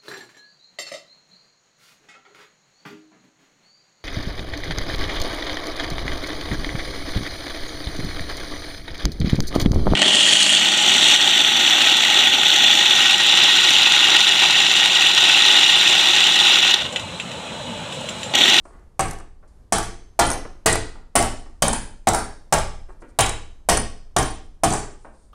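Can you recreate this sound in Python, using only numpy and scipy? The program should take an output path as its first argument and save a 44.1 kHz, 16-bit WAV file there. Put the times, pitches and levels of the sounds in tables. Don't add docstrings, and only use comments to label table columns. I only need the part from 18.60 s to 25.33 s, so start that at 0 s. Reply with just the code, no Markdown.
import sys
import numpy as np
from scipy import signal
from scipy.fft import rfft, irfft, next_fast_len
from scipy.io import wavfile
from scipy.ndimage import uniform_filter1d, minimum_filter1d, map_coordinates

SR = 44100
rng = np.random.default_rng(int(sys.argv[2]) if len(sys.argv) > 2 else 0)


def generate_wav(signal):
    frames = np.transpose(np.atleast_2d(signal))
    scaled = np.clip(frames, -1, 1) * 32767
    pcm = np.round(scaled).astype(np.int16)
    wavfile.write(sys.argv[1], SR, pcm)


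def to_linear_factor(level_db):
    exponent = np.asarray(level_db, float) / 20
    return 10 ** exponent


N = 296793

# (time [s], knock level [dB], chatter level [dB], knock pitch [Hz], delay of rim slam [s])
BLOWS = [(0.3934, -9, -24, 772, .012), (1.123, -8.5, -20, 725, 0.0057), (1.591, -5, -16, 694, 0.0035),
         (2.0595, -5, -14, 667, 0.00075), (2.5538, -4, -14.5, 640, 0.0075),
         (3.0213, -10.5, -15.5, 654, 0.0026), (3.471, -6.5, -17.5, 695, 0.014),
         (3.9246, -6, -15, 660, 0.011), (4.588, -9, -15.5, 815, 0.018), (5.0878, -5.5, -14.5, 694, 0.0089),
         (5.564, -7, -20, 704, 0.019), (6.0349, -5, -18.5, 699, .0085)]
# (frequency [Hz], level [dB], time to fade by 60 dB [s])
LOW_NOTES = [(164.2, -15, 0.23), (253.3, -19, .15), (328.8, -8, 0.14), (366.3, -20.5, 0.099),
             (436.7, -10, 0.21), (634, -8, 0.042), (694, 0, 0.073), (768.4, -2.5, 0.11), (815, -6, 0.11),
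             (930, -12, .06), (1125, -1.5, 0.078), (1504, -10.5, 0.022), (1830, -19, 0.05),
             (2050, -16.5, 0.0073)]
# (frequency [Hz], level [dB], time to fade by 60 dB [s])
BRASS_NOTES = [(2950, -25, .015), (3854, -20, .015), (4560, -22, .03), (5460, -18, .015), (6500, -10, .012),
               (6260, -12, .03), (7600, -9, .01), (7900, -7, .012), (8440, -9, .012), (8180, -7, .008),
               (8720, -4, .01), (9340, -3, .035), (9800, -9, .01), (10700, -11, .008)]
# (frequency [Hz], level [dB per Hz])
THUD = [(60, -32.5), (150, -9), (400, -6.5), (620, -10.5), (780, 2), (1150, -7.5), (1600, -9.5),
        (2500, -20.5), (6000, -67)]


def unit(x):
    return x / np.sqrt(np.mean(x ** 2) + 1e-20)


def along(points, hz):
    f, v = np.transpose(points)
    return np.interp(np.log(hz + 1), np.log(f + 1), v)


def noise(spectrum, size):
    hz = np.fft.rfftfreq(size, 1 / SR)
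    white = rfft(rng.standard_normal(size))
    return unit(irfft(white * to_linear_factor(along(spectrum, hz)), size))


def wander(rate, size):
    values = rng.standard_normal(round(rate * size / SR) + 4)
    return map_coordinates(values, [np.arange(size) * rate / SR])


def swell(t, rise):
    return 1 - np.exp(-t / rise)


def ring(notes, scatter_db, size):
    hz, db, t60 = np.transpose(notes)[:3, :, None]
    t = np.arange(size) / SR
    level = db + scatter_db * rng.standard_normal(db.shape)
    return np.sum(to_linear_factor(level - 60 * t / t60) * np.sin(2 * np.pi * hz * t), axis=0)


def puff(spectrum, rise, t60, size):
    t = np.arange(size) / SR
    smooth = uniform_filter1d(rng.standard_normal(size), size=30)
    smooth = uniform_filter1d(smooth, size=20)
    grain = to_linear_factor(4.28 * unit(smooth))
    return noise(spectrum, size) * grain * swell(t, rise) * to_linear_factor(-60 * t / t60)


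def add(track, s, x):
    part = track[round(s * SR):][:len(x)]
    part += x[:len(part)]


def air():
    # (frequency [Hz], level [dB per Hz])
    air_colour = [(10, -6.5), (20, -3), (60, -5.5), (100, -19.5), (250, -26.5), (1100, -38.5),
                  (2500, -52.5), (6500, -53.5), (10000, -55.5), (12000, -61.5), (16000, -73)]
    level_db = -49 + 1.8 * wander(6, N)
    return to_linear_factor(level_db) * noise(air_colour, next_fast_len(N))[:N]


def handling():
    # (time [s], level [dB], level of the sharp edge [dB])
    bumps = [(0.052, -34.5, -15.5), (0.107, -42, -26.5), (0.133, -41, -22.5), (0.193, -52, -10.5),
             (0.599, -28.5, -12), (0.826, -40, -35), (1.849, -26.5, -50), (2.353, -35.5, -30),
             (2.859, -36.5, -26), (4.287, -34.5, -29), (4.418, -31.5, -16.5), (6.447, -30.5, -36)]
    # (time of the middle [s], level [dB], length [s])
    scuffs = [(0.072, -65.5, 0.036), (0.134, -78.5, 0.034), (0.884, -67, 0.0084), (2.84, -73.5, 0.026),
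              (2.964, -78, 0.038), (3.37, -78, .03), (4.314, -69.5, 0.027), (4.415, -65, 0.013),
              (4.498, -66, 0.017), (6.43, -67, 0.029), (6.586, -70.5, 0.077)]
    # (frequency [Hz], level [dB per Hz])
    palm_colour = [(120, -19.5), (250, -0.5), (450, -0.5), (1200, -3), (2000, -17), (3500, -37),
                   (7000, -80)]
    # (frequency [Hz], level [dB per Hz])
    scuff_colour = [(2000, -34.5), (4500, -4), (6500, -4), (9000, 3), (10500, -9.5), (12000, -42),
                    (16000, -64)]
    out, size = np.zeros(N), SR // 4
    t = np.arange(size) / SR
    for s, db, edge_db in bumps:
        knock = ring(LOW_NOTES[2:], scatter_db=2, size=size)
        knock = 0.3 * knock * to_linear_factor(-60 * t / 0.12) * swell(t, 0.002)
        palm = 0.88 * puff(palm_colour, rise=0.0026, t60=0.088, size=size)
        edge = to_linear_factor(edge_db) * puff(scuff_colour, rise=0.0006, t60=0.033, size=size)
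        add(out, s, to_linear_factor(db - 6.5) * (knock + palm + edge))
    middle = 1 / 8
    for s, db, length in scuffs:
        stroke = np.exp(-((t - middle) / length) ** 4)
        scrape = to_linear_factor(db) * stroke * noise(scuff_colour, size)
        first = max(0, round((middle - s) * SR))
        add(out, max(s - middle, 0), scrape[first:])
    return out


def room(x):
    # (frequency [Hz], time to fade by 60 dB [s])
    tail_fade = [(80, 0.33), (250, 0.57), (700, 0.4), (2000, 0.44), (5000, 0.48), (9500, 0.37),
                 (11500, 0.27), (15000, 0.23)]
    # (frequency [Hz], level [dB])
    tail_colour = [(100, 4.5), (1000, -3), (3000, 2), (6000, -6.5), (10000, -4.5), (15000, -1)]
    out = np.zeros(N)
    thrown = x * (1 + 0.9 * wander(160, N))
    edges = [0] + [round((s - 0.01) * SR) for s, *_ in BLOWS] + [N]
    for a, b in zip(edges, edges[1:]):
        hz, t, z = signal.stft(rng.standard_normal(SR), SR, nperseg=256)
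        fade = to_linear_factor(-60 * t / along(tail_fade, hz)[:, None])
        tail = signal.istft(z * fade, SR, nperseg=256)[1]
        colour = to_linear_factor(along(tail_colour, np.fft.rfftfreq(len(tail), 1 / SR)))
        tail = irfft(rfft(tail / np.linalg.norm(tail)) * colour, len(tail))[:SR * 3 // 4]
        source = unit(thrown[a:b]) * x[a:b].std()
        add(out, a / SR + 0.006, signal.fftconvolve(source, tail))
    return out


def blows():
    # (frequency [Hz], level [dB per Hz])
    slap_colour = [(710, 5), (1200, -4), (1930, 0.5), (2300, -7.5), (3100, -0.5), (3600, -8), (5250, 0),
                   (9530, 0), (11400, -50.5), (14600, -47), (16200, -36.5), (16700, -68)]
    # (frequency [Hz], level [dB per Hz])
    buzz_colour = [(1500, -31), (3500, 0.5), (6000, -4), (8500, -9), (10500, -1), (12000, -20.5),
                   (15000, -25), (16500, -52)]
    out, size = np.zeros(N), SR // 2
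    t = np.arange(size) / SR
    for s, knock_db, chatter_db, hz, _ in BLOWS:
        spot = [(hz, 2, 0.045)]
        flare = ring(LOW_NOTES[5:] + spot, scatter_db=1.5, size=size) * swell(t, 0.00088)
        plate = ring(LOW_NOTES[:5], scatter_db=2, size=size) * swell(t, 0.0073)
        thud = puff(THUD, rise=0.0017, t60=0.076, size=size)
        add(out, s, to_linear_factor(knock_db - 6.0) * (flare + plate) + to_linear_factor(knock_db - 3.5) * thud)
        slap = 0.93 * puff(slap_colour, rise=0.00055, t60=0.06, size=size)
        buzz = 0.17 * puff(buzz_colour, rise=0.0078, t60=0.17, size=size)
        chatter = slap + buzz + 0.63 * ring(BRASS_NOTES, scatter_db=8.0, size=size)
        add(out, s + 0.0007, to_linear_factor(chatter_db + 5.0) * chatter)
    return out


def singing():
    # (frequency [Hz], time to fade by 60 dB [s])
    tubes = [(9340, .24), (6285, .9), (4560, .36)]
    # (time [s], level [dB])
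    high_contacts = [(.40, -40), (1.667, -22.5), (1.70, -27.5), (2.075, -30), (2.58, -47.5), (3.13, -30.5),
                     (3.95, -45.5), (4.605, -37.5), (5.10, -29.5), (5.172, -22.5), (5.64, -38),
                     (6.136, -39)]
    # (time [s], level [dB])
    middle_contacts = [(1.18, -45), (2.62, -53), (3.13, -54), (3.544, -57), (3.95, -52), (4.69, -53)]
    # (time [s], level [dB])
    low_contacts = [(1.72, -42), (3.596, -41), (5.641, -40), (6.099, -40), (6.17, -40)]
    out, size = np.zeros(N), SR // 2
    t = np.arange(size) / SR
    for (hz, t60), contacts in zip(tubes, [high_contacts, middle_contacts, low_contacts]):
        blur = 1.4 * np.exp(-(t60 / 0.7) ** 4)
        for s, db in contacts:
            level, phase = wander(190, size), wander(190, size)
            line = np.sin(2 * np.pi * hz * t + blur * phase)
            loudness = to_linear_factor(db - 3 + 3 * blur * level - 60 * t / t60)
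            add(out, s, loudness * line * swell(t, 0.003) * (1 - (t / t[-1]) ** 4))
    return out


def bench():
    # (frequency [Hz], level [dB], time to fade by 60 dB [s], direction and size of first swing [about +-1])
    board_notes = [(16.9, -2.5, 1.42, -1.01), (29.96, -19, 2.4, -1.7), (35.73, -17, 1.2, -0.54),
                   (49.34, -1, 0.53, 1), (65.9, -7, 0.81, -1), (84, -27, 0.13, 1), (103.2, -2.5, 0.56, 1)]
    out, t = np.zeros(N), np.arange(SR) / SR
    fade_out = (1 - (t / t[-1]) ** 2) ** 2
    for s, _, chatter_db, *_ in BLOWS:
        db = -18.5 + 0.55 * (chatter_db + 13.5)
        sway = sum(swing * ring([note], scatter_db=1.2, size=SR) for *note, swing in board_notes)
        add(out, s + 0.011, to_linear_factor(db) * sway * swell(t, 0.03) * fade_out)
    return out


def bounces():
    # (time [s], rattle level [dB], contact frequency [Hz], share that rings the brass [0-1])
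    landings = [(.453, -33.5, 8560, 0.46), (.481, -29, 5800, .1), (.499, -34.5, 9300, .1),
                (.509, -27, 9300, 0), (0.531, -35, 8400, 0), (.586, -41, 8000, 0.25),
                (1.174, -23.5, 8700, 0.2), (1.1821, -16.5, 8660, 0.21), (1.2279, -26, 7400, 0.15),
                (1.665, -25, 10700, 0.35), (1.701, -17.5, 9400, 0.42), (1.7145, -17.5, 6300, .2),
                (1.729, -25, 8440, .4), (2.126, -16.5, 8300, 0.69), (2.1537, -15, 8300, 0),
                (2.6253, -17.5, 8900, 0.24), (3.080, -12, 8800, 0.63), (3.13, -16, 9400, 0.42),
                (3.5329, -16.5, 9100, 0.1), (3.546, -12, 9400, 0.33), (3.586, -24.5, 9000, .2),
                (3.982, -17, 8000, 0.24), (4.6605, -17.5, 8200, 0.16), (4.6911, -18, 8430, 0.32),
                (5.171, -12, 9300, 0.3), (5.626, -16, 6400, 0.19), (6.103, -22, 8260, 0.35),
                (6.124, -19, 8120, .3), (6.134, -20.5, 9400, 0.38), (6.165, -29.5, 8100, 0.35)]
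    # (frequency [Hz], level [dB per Hz])
    rattle_colour = [(1500, -35), (3500, -19), (6000, -6), (8500, -7.5), (10500, -2), (12000, -17.5),
                     (15000, -25.5), (16500, -50)]
    out, size = np.zeros(N), SR // 8
    length = 0.0062
    # (time [s], rattle [dB], thud [dB], contact [Hz], ringing share)
    slams = [(s + late, db + 9, -29, 8300, 0.28) for s, _, db, _, late in BLOWS]
    later = [(s, db, db - 7.5, hz, share) for s, db, hz, share in landings]
    for s, db, thud_db, hz, share in slams + later:
        rattle = puff(rattle_colour, rise=length / 2.9, t60=3.18 * length, size=size)
        spot = [(hz, 0, 0.006)]
        near = [(f, level - 40 * abs(np.log(f / hz)), t60) for f, level, t60 in BRASS_NOTES + spot]
        struck = signal.fftconvolve(rattle, ring(near, scatter_db=4, size=size))[:size]
        brass = (1 - share) * 0.99 * rattle + share * 3 * struck / np.abs(struck).max()
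        thud = puff(THUD, rise=0.00071, t60=0.056, size=size)
        add(out, s, to_linear_factor(db + 2.5) * brass + to_linear_factor(thud_db + 2.0) * thud)
    return out


def scene():
    knocks, landing = blows() + handling(), bounces()
    shop = room(knocks + to_linear_factor(-1.5) * landing)
    return (knocks + landing + singing() + to_linear_factor(-1.5) * shop + bench() + air())[None]


def low_pass(x):
    return signal.sosfilt(signal.butter(12, 16860, fs=SR, output="sos"), x)


def record(dry):
    need = np.minimum(1, to_linear_factor(3.0) / (np.abs(dry) + 1e-9))
    gain = minimum_filter1d(need, size=300, axis=1)
    gain = uniform_filter1d(gain, size=200, axis=1)
    x = dry * gain
    x = x / (1 + np.abs(x / 0.4) ** 6) ** (1 / 6)
    x = signal.sosfilt(signal.cheby2(10, 40, 16350, fs=SR, output="sos"), x)
    return low_pass(x)


dry = scene()
out = record(dry)
generate_wav(out)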